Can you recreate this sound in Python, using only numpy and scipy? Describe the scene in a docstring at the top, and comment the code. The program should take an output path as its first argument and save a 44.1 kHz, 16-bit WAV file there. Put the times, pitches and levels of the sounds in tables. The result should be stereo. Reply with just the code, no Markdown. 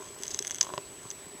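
"""Hiss, a low hum and two thin whines lie under faint scratching and rattling; then sharp snaps come in clusters.
A snail rasps an eggshell lying in a plastic dish, close to a small camera: its teeth slip and ring the shell.
The shell knocks on the dish, whose own modes answer; soft low throbs and dull thuds lie beneath.
Blows are sums of decaying sines, scratching and rattling are random showers of small blows,
hiss and hum are shaped noise, and the camera's whines restart their phase with every picture."""
import sys
import numpy as np
from scipy import signal
from scipy.io import wavfile
from scipy.ndimage import uniform_filter1d

SR = 44100
rng = np.random.default_rng(int(sys.argv[2]) if len(sys.argv) > 2 else 0)


def wav_out(sig):
    """Save sig, one row per channel (or a flat mono array), as 16-bit PCM at SR to the path in sys.argv[1]."""
    wavfile.write(sys.argv[1], SR, np.round(np.clip(np.atleast_2d(sig).T, -1, 1) * 32767).astype(np.int16))


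def gain_from_db(level_db):
    """Convert decibel levels to linear amplitude factors (20 dB per decade)."""
    decades = np.asarray(level_db, float) / 20
    return 10 ** decades


N = 61740

# modes of the eggshell:
# (frequency [Hz], level [dB], t60 [s], left-right difference [dB], left phase lead [rad])
SHELL_MODES = [(1795, -10, 0.0066, 3.5, 0.46), (2060, -7, 0.009, 0, 0.27), (2977, -4.5, 0.0082, -5.5, 0.92),
               (3350, -3, 0.011, -5.5, 0.65), (4047, -11.5, 0.0062, -2, .4), (4830, -7.5, 0.0048, -3, 0.55),
               (5274, -5.5, 0.0059, -3.5, 0.58), (6215, 0, 0.0083, -1.5, .9),
               (6455, -4, 0.0063, -13.5, 0.78), (6990, -6.5, 0.0065, 6.5, 0.61),
               (9080, 3.5, 0.0042, -5.5, 0.81), (9720, -5.5, 0.0061, -1, 1.1), (12870, -5, 0.0039, 7, 1.6),
               (14100, -13.5, 0.0056, 9, 1.3)]
# modes of the plastic dish:
# (frequency [Hz], level [dB], t60 [s], left-right difference [dB], left phase lead [rad])
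DISH_MODES = [(160, -8.5, 0.042, -7, 1.05), (270, -18, 0.013, -10, 0.25), (386.4, -10, 0.061, 8, 0.41),
              (600.4, -4.5, 0.051, 8, 1.55), (745, -6, 0.015, -11, 0.94), (994, 0, 0.029, -7.5, 1.78),
              (1051, -5, 0.016, -17, 0.81), (1314, -9, 0.015, -8, 1.2), (1900, -8, 0.013, 4, 0.39),
              (2900, -5.5, 0.0088, -7, 0.17), (3220, -3.5, 0.0049, -23.5, 0.45),
              (3540, -13, 0.011, -5, 0.37), (5120, -1, 0.0041, -12, 0.34), (6700, -3, 0.0038, -14, 0.26)]
# random variation from blow to blow: relative detuning and level scatter of each mode
LOOSE_DETUNE, LOOSE_SCATTER_DB = 0.011, 2.2  # snaps, scratching, rattling
FIRM_DETUNE, FIRM_SCATTER_DB = 0.01, 1  # knocks, throbs, thuds


def evened(x):
    """Scales to rms 1."""
    return x / np.sqrt(np.mean(x ** 2) + 1e-20)


def read(points, hz):
    """Reads a spectrum on a log frequency axis."""
    f, value = np.transpose(points)
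    return np.interp(np.log(hz + 1), np.log(f + 1), value)


def ring(modes, extra_db, detune, scatter_db):
    """One blow: decaying sines that differ a little from blow to blow and between the microphones."""
    mic_detune, mic_phase_rad, contact_s = 0.004, 0.2, 0.00025
    hz, db, t60, pan_db, *lead = np.transpose(modes)[:, :, None]
    luck = rng.standard_normal((6, len(modes), 1))
    t = np.arange(round(0.12 * SR)) / SR
    out = []
    for side, sign in enumerate((0.5, -0.5)):  # left, right
        f = hz * (1 + detune * luck[0] + mic_detune * luck[1 + side])
        decay_db = -60 * t / np.maximum(t60, 0.001)
        level = gain_from_db(db + extra_db + sign * pan_db + scatter_db * luck[3] + decay_db)
        phase = sign * sum(lead) + mic_phase_rad * luck[4 + side]
        out.append((level * np.sin(2 * np.pi * f * t + phase)).sum(0))
    return np.array(out) * (1 - np.exp(-t / contact_s))  # soft onset


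def add(mix, s, sound):
    """Mixes a sound in at time s."""
    part = mix[:, round(s * SR):][:, :sound.shape[1]]
    part += sound[:, :part.shape[1]]


def patter(modes, extra_db, curve, per_s, spread_db, count):
    """A shower of small blows at random moments, of count kinds; their least level follows a curve."""
    least_db = np.interp(np.arange(N) / SR, *np.transpose(curve))
    size = gain_from_db(least_db + spread_db * np.minimum(rng.exponential(1, N), 3))
    struck = rng.random(N) < per_s / SR
    size = size * struck * rng.choice([-1, 1], N)
    kind = rng.integers(0, count, N)
    out = np.zeros((2, N))
    for k in range(count):
        blow = ring(modes, extra_db, LOOSE_DETUNE, LOOSE_SCATTER_DB)
        out += signal.oaconvolve((size * (kind == k))[None], blow, axes=1)[:, :N]
    return out


def shell_colour(low_db, mid_db, high_db):
    """Gain of each shell mode for given shares of low, middle and high modes."""
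    hz = np.array(SHELL_MODES)[:, :1]
    middle = (hz > 3700) * (hz < 5800)
    return low_db * (hz < 3700) + mid_db * middle + high_db * (hz > 8200)


def dish_colour(bass_db, upper_db, crack_db):
    """Gain of each dish mode for given shares of bass, upper body and crack."""
    hz = np.array(DISH_MODES)[:, :1]
    upper = (hz > 800) * (hz < 1800)
    return bass_db * (hz < 300) + upper_db * upper + crack_db * (hz > 1800)


def hiss():
    """Room and camera hiss: slightly patchy noise, more alike in both channels in the bass."""
    # noise spectrum before overall levelling: (frequency [Hz], relative density [dB per Hz])
    spectrum = [(12, -51), (25, -32), (60, -11), (100, -4), (200, -10.5), (300, -5.5), (500, -11),
                (630, -8.5), (1000, -13), (1900, -13.5), (4000, -15.5), (6300, -18), (7000, -17.5),
                (8300, -12.5), (9000, -19), (12000, -23.5), (15000, -24.5), (16400, -34)]
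    # left-right likeness: (frequency [Hz], correlation [0 to 1])
    likeness = [(60, 0.78), (290, 0.69), (640, 0.54), (1400, 0.29), (3100, 0.24), (15000, 0.046)]
    total_db, patch_db = -49, 1.5
    frames, hz = N // 256 + 5, np.fft.rfftfreq(1024, 1 / SR)
    a, b, c, d, patches = rng.standard_normal((frames, 513, 5)).T
    patches = uniform_filter1d(patches, size=12, axis=0)  # over frequency
    patches = evened(uniform_filter1d(patches, size=10, axis=1))  # over time
    same = np.clip(read(likeness, hz), -1, 1)[:, None]
    left, other = a + 1j * b, c + 1j * d
    z = np.array([left, same * left + np.sqrt(1 - same ** 2) * other])
    z = z * gain_from_db(read(spectrum, hz)[:, None] + patch_db * patches)
    noise = signal.istft(z, nperseg=1024, noverlap=768)[1][:, :N]
    return gain_from_db(total_db) * evened(noise)


def hum():
    """A fuzzy low hum, stronger on the left: smoothed noise shifted up to the hum's pitch."""
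    pitch_hz, pole_width_hz, level_db, pan_db = 402, 61, -60, 13
    turn = np.exp(2j * np.pi * pitch_hz * np.arange(N) / SR)
    r = np.exp(-np.pi * pole_width_hz / SR)
    smooth = signal.lfilter([1], [1, -2 * r, r * r], rng.standard_normal(N) / turn)
    fuzz = (turn * smooth).real
    return gain_from_db(level_db + pan_db * np.array([[0.5], [-0.5]])) * evened(fuzz)


def whines():
    """Thin camera tones whose phase starts afresh with every picture; the second blips as it restarts."""
    # restarting tones: (frequency [Hz], picture rate [per s], first restart [s])
    tones = [(7867.13, 29.97, .0223), (8260, 30, .0072)]
    # their stereo placing: (left peak [dB], right peak [dB], left phase lead [rad])
    placing = [(-48.2, -46.2, 0), (-56, -55, 2.4)]
    blip_hz, blip_db, blip_s = 8600, -54, 0.0012
    t, out = np.arange(N) / SR, 0
    for (hz, per_s, first), (left_db, right_db, lead) in zip(tones, placing):
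        age = (t - first) % (1 / per_s)  # time since the last restart
        turn = 2 * np.pi * hz * age
        out = out + np.array([gain_from_db(left_db) * np.cos(turn + lead), gain_from_db(right_db) * np.cos(turn)])
    # signed time from the nearest restart of the second whine
    near = np.minimum(age, 1 / per_s - age) * np.sign(0.5 / per_s - age)
    blip = gain_from_db(blip_db) * np.exp(-(near / blip_s) ** 2) * np.cos(2 * np.pi * blip_hz * near)
    return out + np.array([blip, -blip])  # opposite polarity in the two channels


def scratching():
    """Faint scratching between the snaps: a shower of small blows that ring the shell."""
    # least blow level: (time [s], level [dB])
    strength = [(0, -48), (.17, -55), (.23, -46), (.3, -44), (.36, -41.5), (.38, -52), (.46, -47),
                (.6, -52), (.62, -45), (.645, -42), (.68, -50.5), (.8, -55.5), (1.0, -59), (1.04, -56),
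                (1.08, -53), (1.12, -67), (1.16, -58.5), (1.4, -69)]
    colour_db = shell_colour(-5, 2, -9.5)
    return patter(SHELL_MODES, colour_db, strength, per_s=450, spread_db=2.6, count=12)


def rattling():
    """The dish rattles faintly: a shower of small blows that ring its modes, with little crack."""
    # least blow level: (time [s], level [dB])
    strength = [(0, -50.5), (.06, -58.5), (.58, -65), (.62, -56.5), (.7, -54), (0.759, -57.5), (.82, -64),
                (1.4, -64)]
    colour_db = dish_colour(-3.5, 1.5, -24)
    return patter(DISH_MODES, colour_db, strength, per_s=400, spread_db=2, count=8)


def throbs():
    """Soft throbs near the pitch of the hum, about ten a second at first, each a short low ring."""
    # single throbs: (time [s], level [dB])
    pulses = [(.002, -39.5), (.104, -39), (.203, -37), (.303, -42), (.345, -42), (.404, -34), (.721, -36),
              (.783, -38), (1.053, -42)]
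    # modes of one throb: (frequency [Hz], level [dB], t60 [s], left-right difference [dB])
    throb_modes = [(395.3, -1.5, 0.081, 8.5), (315, -25, 0.026, -8), (475, -28, 0.017, -12)]
    out = np.zeros((2, N))
    for s, db in pulses:
        add(out, s, ring(throb_modes, db, FIRM_DETUNE, FIRM_SCATTER_DB))
    return out


def knocks():
    """The shell knocks on the dish; each knock rings it with more or less bass, upper body and crack."""
    # single knocks: (time [s], level [dB], bass [dB], upper body [dB], crack [dB])
    hits = [(0.023, -40.5, -14, 2.5, -9), (0.5076, -43, 6, -6, -5), (0.6149, -39.5, -11, 3, -6),
            (.636, -44, -10, 7.5, 7), (0.648, -45, -5, 5.5, -8), (.668, -38.5, -18, 5.5, 1),
            (.6915, -34.5, -18, 2, -5), (0.7018, -39, -9, 7, -25), (0.7376, -28.5, 0.5, 0, -2.5),
            (0.7784, -27, -1, 3.5, 4), (1.052, -45.5, -8, 4.5, -8), (1.245, -54, 4, -1, -15)]
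    out = np.zeros((2, N))
    for s, db, *colour_db in hits:
        add(out, s, ring(DISH_MODES, db + dish_colour(*colour_db), FIRM_DETUNE, FIRM_SCATTER_DB))
    return out


def snaps():
    """Each tooth slipping on the shell sets its modes ringing, in a colour of its own."""
    # single slips: (time [s], level [dB], low modes [dB], middle modes [dB], high modes [dB])
    slips = [(0.1874, -38.5, -1, 1, -1), (0.2237, -32, -1.5, -14, -7), (0.2344, -16.5, -10.5, -1, -10.5),
             (0.2544, -34, 0, 11, -8), (.2669, -32, -5, 1, -1.5), (0.2798, -22, -23, -2, -16),
             (0.3063, -29.5, -5.5, 6, -7), (0.3098, -30, -5, -9, -10), (0.3129, -22.5, -25, -1, -19),
             (0.3161, -30.5, -13, 10, -18), (0.3202, -37, -6, -2, -12), (0.3396, -28, -17, -4, -14),
             (0.3452, -14.5, -14.5, -2.5, -19), (0.349, -37, -3, -12, -21), (.3748, -36, -2, -4, -15),
             (.3901, -18.5, -5, 10.5, -2.5), (0.3924, -19.5, -14, -6, -25), (0.4248, -21, -12, -5, -11.5),
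             (0.4484, -24, 0, 0, -8), (.4607, -36, -3, -3, -12), (0.4703, -19.5, -9.5, -12, -12),
             (0.4733, -35, -5, -8, -14), (0.4769, -18.5, -10, -4, -8.5), (0.4974, -25.5, -2.5, -10, -16),
             (0.509, -17.5, -7.5, -8, -13), (0.5152, -22, -11, -20, -19), (0.523, -33.5, -2, -9, -16),
             (0.5459, -22.5, -7, -3, -6.5), (.5566, -29, -8, 0, -11), (0.562, -32, -3, -6, -7),
             (.5844, -23.5, -5, -7, -13), (0.6099, -7.5, -9.5, -14, -25), (.6115, -11.5, -8, 8, -13),
             (0.6128, -12.5, -6, 6.5, -15), (0.622, -49, -5, 1, -23), (0.6284, -25, -3, -12, -14),
             (0.6289, -15, -21, 2, -15), (.745, -34, -17, -5, -4), (1.033, -36.5, -20, -5, -18),
             (1.1036, -20, -18.5, -5.5, -19), (1.1114, -32, -31, 5, -11), (1.1129, -26.5, -5, -2, -10)]
    out = np.zeros((2, N))
    for s, db, *colour_db in slips:
        add(out, s, ring(SHELL_MODES, db + shell_colour(*colour_db), LOOSE_DETUNE, LOOSE_SCATTER_DB))
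    return out


def thuds():
    """Dull thuds, mostly on the right, each one low, quickly damped swing."""
    # single thuds: (time [s], level [dB], pitch [Hz])
    bumps = [(0.202, -48, 233), (0.691, -53, 322), (1.054, -36.5, 131), (1.267, -38.5, 168),
             (1.349, -38.5, 270)]
    t60_s, pan_db = 0.029, -7
    out = np.zeros((2, N))
    for s, db, hz in bumps:
        add(out, s, ring([(hz, db, t60_s, pan_db)], 0, FIRM_DETUNE, FIRM_SCATTER_DB))
    return out


def room(x):
    """Short scatter from the dish walls and the table: a decaying noise tail."""
    level_db, t60_s = -18, 0.1
    t = np.arange(round(0.15 * SR)) / SR
    tail = rng.standard_normal((2, len(t))) * gain_from_db(-60 * t / t60_s) * (t > 0.001)
    tail = tail / np.linalg.norm(tail[0])
    return gain_from_db(level_db) * signal.oaconvolve(x, tail, axes=1)[:, :N]


def scene():
    """Shell and dish sounds, throbs and thuds with their scatter, over the steady floor."""
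    near = scratching() + rattling() + throbs() + knocks() + snaps() + thuds()
    low_cut = signal.butter(3, 105, "high", fs=SR, output="sos")
    near = signal.sosfilt(low_cut, near)
    return near + room(near) + hiss() + hum() + whines()


def roll_off(x):
    """The treble ends steeply here."""
    return signal.sosfilt(signal.butter(12, 16500, fs=SR, output="sos"), x)


def record(dry):
    """Limits the band with a steep low-pass at 16.3 kHz and finishes the mix."""
    low_pass = signal.firwin(511, 16300, window=("kaiser", 9), fs=SR)
    mix = signal.oaconvolve(dry, low_pass[None], "same")
    return roll_off(mix)


dry = scene()
out = record(dry)
wav_out(out)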